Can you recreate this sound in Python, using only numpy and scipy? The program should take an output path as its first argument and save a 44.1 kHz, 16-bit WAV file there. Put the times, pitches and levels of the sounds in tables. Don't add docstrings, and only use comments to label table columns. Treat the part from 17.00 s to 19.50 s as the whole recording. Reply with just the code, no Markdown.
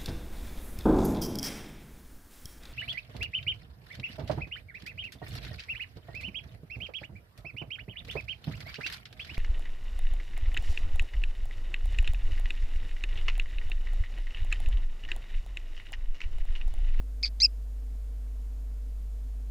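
import sys
import numpy as np
from scipy import signal
from scipy.fft import rfft, irfft
from scipy.io import wavfile
from scipy.ndimage import uniform_filter1d

SR = 44100
rng = np.random.default_rng(int(sys.argv[2]) if len(sys.argv) > 2 else 0)


def unload_wav(signal):
    wavfile.write(
        sys.argv[1],
        SR,
        np.round(np.clip(np.atleast_2d(signal).T, -1, 1) * 32767).astype(np.int16),
    )


def volts_from_decibels(level):
    exponent = np.asarray(level, float) / 20
    return 10 ** exponent


N = 110250

# frequency_hz [Hz], gain_db [dB]
MOUTH_GAIN = [(1600, -26), (3000, -14), (4500, 0), (5290, 0), (5520, -8), (6200, -9), (7300, -31),
              (11000, -48)]
ATTACK_DB_PER_S, RELEASE_DB_PER_S = 30000, 18000
PITCH_JITTER, SHIMMER_DB = 0.002, 0.5
RASP_DB, SLACK_RASP_DB_PER_HZ, UPPER_RASP = -33, 0.022, 0.5
TOP_HZ, TOP_DB_PER_HZ = 11300, 0.012


def squeak(shape, effort, overtones=5):
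    t = np.arange(N) / SR
    pitch_hz, low_boost_db, high_boost_db, _ = controls(shape)
    effort_db = controls(effort)[0]
    start_s, end_s = effort[0][0], effort[-1][0]
    effort_db = effort_db - ATTACK_DB_PER_S * np.maximum(start_s - t, 0)
    effort_db = effort_db - RELEASE_DB_PER_S * np.maximum(t - end_s, 0)
    effort_db = uniform_filter1d(effort_db, size=20)
    pitch_hz = uniform_filter1d(pitch_hz, size=100) * (1 + PITCH_JITTER * drift(380))
    phase = 2 * np.pi * np.cumsum(pitch_hz) / SR
    slack_rasp_db = RASP_DB + SLACK_RASP_DB_PER_HZ * np.maximum(2500 - pitch_hz, 0)
    voice = 0
    for k in range(1, overtones + 1):
        overtone_hz = k * pitch_hz
        boost_db = low_boost_db if k == 1 else high_boost_db * (k > 2)
        top_loss_db = TOP_DB_PER_HZ * np.maximum(overtone_hz - TOP_HZ, 0)
        level_db = effort_db + boost_db + at_hz(MOUTH_GAIN, overtone_hz) - top_loss_db
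        gain = volts_from_decibels(level_db + SHIMMER_DB * drift(200))
        rasp = volts_from_decibels(slack_rasp_db) * drift(450) + UPPER_RASP * (k > 2) * drift(245)
        voice = voice + gain * (1 + rasp) * np.sin(k * phase)
    return np.sqrt(2) * voice


SLIP_SCATTER_TURNS, SLIP_SPREAD_DB = 0.1, 1.3
SLACK_TONE_LOW_HZ = 1300


def creak(rows, throat, tone_db=-99):
    slips_per_s, level_db, gate = controls(rows)
    turns = np.cumsum(slips_per_s * gate) / SR + SLIP_SCATTER_TURNS * drift(400)
    slips = np.diff(np.maximum.accumulate(np.floor(turns)), prepend=0) > 0
    slips = slips * gate * volts_from_decibels(level_db + SLIP_SPREAD_DB * rng.standard_normal(N)) + 1e-18
    rings = 0
    for k, (hz, width_hz, ring_db) in enumerate(throat):
        stage_hz = 1.43 * width_hz
        ring = resonance(resonance(slips, hz, stage_hz), hz, stage_hz)
        rings = rings + (-1) ** k * volts_from_decibels(ring_db) * ring
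    fade = np.clip(slips_per_s / SLACK_TONE_LOW_HZ - 0.7, 0, 0.4) / 0.36
    tone = np.sin(2 * np.pi * np.cumsum(slips_per_s) / SR)
    return 30 * rings + gate * fade * volts_from_decibels(level_db + tone_db) * tone


# frequency_hz [Hz], width_hz [Hz], level_db [dB]
THROAT_RINGS = [(1500, 1600, -27), (2300, 560, -12), (3560, 580, -12), (4650, 430, 3), (5200, 470, -10),
                (6200, 330, -17.5), (7900, 1200, -34.5)]
# start_s [s], slip_rate [slips/s], level_db [dB]
FIRST_CATCH_SLIPS = [
    (.2272, 950, -56),
    (.2288, 1100, -30),
    (.2296, 1600, -35),
    (.2325, 1300, -60),
]
# start_s [s], pitch_hz [Hz], fundamental_boost_db [dB], upper_boost_db [dB]
FIRST_ARCH = [
    (.2283, 1500, 0, 4),
    (.2298, 1570, 7, -2),
    (.2318, 2070, 15, 5),
    (.2346, 2300, 8, -19.5),
    (.2385, 2530, 12.5, 8),
    (.2430, 2533, 9.5, 0),
    (.2495, 2251, 8, -18),
    (.2540, 1960, 14, 2),
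]
# start_s [s], effort_db [dB]
FIRST_BREATH = [
    (.2300, -33),
    (.2313, -41),
    (.2346, -21),
    (.2373, -31),
    (.2393, -26),
    (.2452, -29),
    (.2487, -21),
    (.2515, -38),
    (.2535, -35),
]
# start_s [s], slip_rate [slips/s], level_db [dB]
FIRST_CREAK_SLIPS = [
    (.2535, 1700, -40.5),
    (.2555, 1260, -32),
    (.2600, 960, -34),
    (.2660, 820, -35.5),
    (.2720, 890, -44),
    (.2785, 520, -38),
    (.2805, 600, -51),
    (.2825, 600, -43.5),
    (.2930, 510, -70),
]


def first_call():
    catch = creak(FIRST_CATCH_SLIPS, THROAT_RINGS)
    arch = squeak(FIRST_ARCH, FIRST_BREATH)
    return catch + arch + creak(FIRST_CREAK_SLIPS, THROAT_RINGS, tone_db=-17.5)


# start_s [s], slip_rate [slips/s], level_db [dB]
SECOND_CATCH_SLIPS = [
    (.3985, 900, -59),
    (.4006, 991, -45),
    (.4016, 1300, -32.5),
    (.4055, 1600, -40),
]
# start_s [s], pitch_hz [Hz], fundamental_boost_db [dB], upper_boost_db [dB]
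SECOND_ARCH = [
    (.3995, 1420, 2, 0),
    (.4035, 1797, 0.5, -1),
    (.4085, 2067, -4, 1),
    (.4160, 2040, 7.5, 2),
    (.4200, 2316, -4.5, -7),
    (.4330, 2629, -0.5, 4),
    (.4435, 2748, -0.5, 1.5),
    (.4510, 2520, 0, -6.5),
    (.4615, 2376, -11.5, -3),
]
# start_s [s], effort_db [dB]
SECOND_BREATH = [
    (.4022, -30),
    (.4100, -24),
    (.4168, -29),
    (.4198, -17),
    (.4243, -17),
    (.4259, -25),
    (.4300, -17),
    (.4490, -14),
    (.4604, -21),
]
# start_s [s], slip_rate [slips/s], level_db [dB]
LAST_CREAK_SLIPS = [
    (.4605, 1200, -30.5),
    (.4632, 800, -34.5),
    (.4662, 600, -41),
    (.4700, 320, -57),
]
# frequency_hz [Hz], width_hz [Hz], level_db [dB]
WIDE_THROAT_RINGS = [(2640, 180.3, 2), (4750, 372, -3.5), (5350, 349, -0.5), (7200, 303, -13)]


def second_call():
    catch = creak(SECOND_CATCH_SLIPS, THROAT_RINGS)
    arch = squeak(SECOND_ARCH, SECOND_BREATH)
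    return catch + arch + creak(LAST_CREAK_SLIPS, WIDE_THROAT_RINGS)


NEAR_DB, NEAR_T60_S, ROOM_DB, ROOM_T60_S = -29, 0.03, -42, 0.18


def room(x):
    t = np.arange(SR // 2) / SR
    near, far = rng.standard_normal((2, len(t)))
    near = volts_from_decibels(NEAR_DB) * rms_one(near * volts_from_decibels(-60 * t / NEAR_T60_S))
    far = volts_from_decibels(ROOM_DB) * rms_one(far * volts_from_decibels(-60 * t / ROOM_T60_S))
    echo = (near + far) / np.sqrt(len(t))
    return x + signal.fftconvolve(x, echo)[:N]


# multiple [of the mains frequency], level_db [dB rms]
MAINS_OVERTONES = [(1, -34), (3, -75.5), (5, -69), (9, -71), (11, -78.5)]
MAINS_HZ, MAINS_START_RAD = 49.972, 2.33


def hum():
    phase = 2 * np.pi * MAINS_HZ * np.arange(N) / SR + MAINS_START_RAD
    return sum(np.sqrt(2) * volts_from_decibels(db) * np.sin(round(k) * phase) for k, db in MAINS_OVERTONES)


# frequency_hz [Hz], density_db [dB per Hz]
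AIR_SPECTRUM = [(30, 0.5), (110, 0.5), (220, -7.5), (350, -16), (700, -16), (900, -20.5), (3000, -27.5),
                (15000, -31)]
# frequency_hz [Hz], width_hz [Hz], level_db [dB rms]
MACHINE_DRONES = [(35.92, 7.77, -60), (255.9, 46, -66.5), (472.5, 14, -75.5), (655.6, 60, -76.5),
                  (6830, 306, -83)]
AIR_DB = -57
TICK_S, TICK_HZ, TICK_DB, TICK_LENGTH_S = 2.027, 12300, -71, 0.0049


def background():
    hz = np.maximum(np.fft.rfftfreq(N, 1 / SR), 1)
    hiss = irfft(rfft(rng.standard_normal(N)) * volts_from_decibels(at_hz(AIR_SPECTRUM, hz)), N)
    out = volts_from_decibels(AIR_DB) * rms_one(hiss)
    for drone_hz, width_hz, db in MACHINE_DRONES:
        drone = resonance(rng.standard_normal(N), drone_hz, width_hz)
        out += volts_from_decibels(db) * rms_one(resonance(drone, drone_hz, width_hz))
    burst = np.exp(-0.5 * ((np.arange(N) / SR - TICK_S) / TICK_LENGTH_S) ** 2)
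    tick = burst * rms_one(resonance(rng.standard_normal(N), TICK_HZ, 2500))
    return out + volts_from_decibels(TICK_DB) * tick


def rms_one(x):
    return x / np.sqrt(np.mean(x ** 2) + 1e-20)


def at_hz(points, hz):
    p = np.array(points)
    return np.interp(np.log(hz), np.log(p[:, 0]), p[:, 1])


def drift(rate_hz):
    r = np.exp(-2 * np.pi * rate_hz / SR)
    noise = rng.standard_normal(N + SR)
    return rms_one(signal.lfilter([1], [1, -2 * r, r * r], noise)[SR:])


def resonance(x, hz, width_hz):
    r = np.exp(-np.pi * width_hz / SR)
    zeros = np.array([1, 0, -1]) * (1 - r * r) / 2
    poles = [1, -2 * r * np.cos(2 * np.pi * hz / SR), r * r]
    return signal.lfilter(zeros, poles, x)


def controls(rows):
    s, *columns = np.transpose(rows)
    t = np.arange(N) / SR
    gate = (t > s[0]) & (t < s[-1])
    return [np.interp(t, s, c) for c in columns] + [gate]


SIDE_DB, SIDE_GRAIN_HZ = -36.5, 500


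def scene():
    call = first_call() + second_call()
    mono = room(call) + hum() + background()
    side = volts_from_decibels(SIDE_DB) * call * drift(SIDE_GRAIN_HZ)
    return np.array([mono + side, mono - side])


def low_pass(x):
    return signal.sosfilt(signal.butter(12, 15980, fs=SR, output="sos"), x)


OFFSET, OFFSET_WANDER = -0.003, 0.0009
CUTOFF_HZ = 15800


def record(dry):
    top_cut = signal.cheby2(12, 60, CUTOFF_HZ + 400, fs=SR, output="sos")
    mix = signal.sosfilt(top_cut, dry) + OFFSET + OFFSET_WANDER * drift(1.8)
    return low_pass(mix)


dry = scene()
out = record(dry)
unload_wav(out)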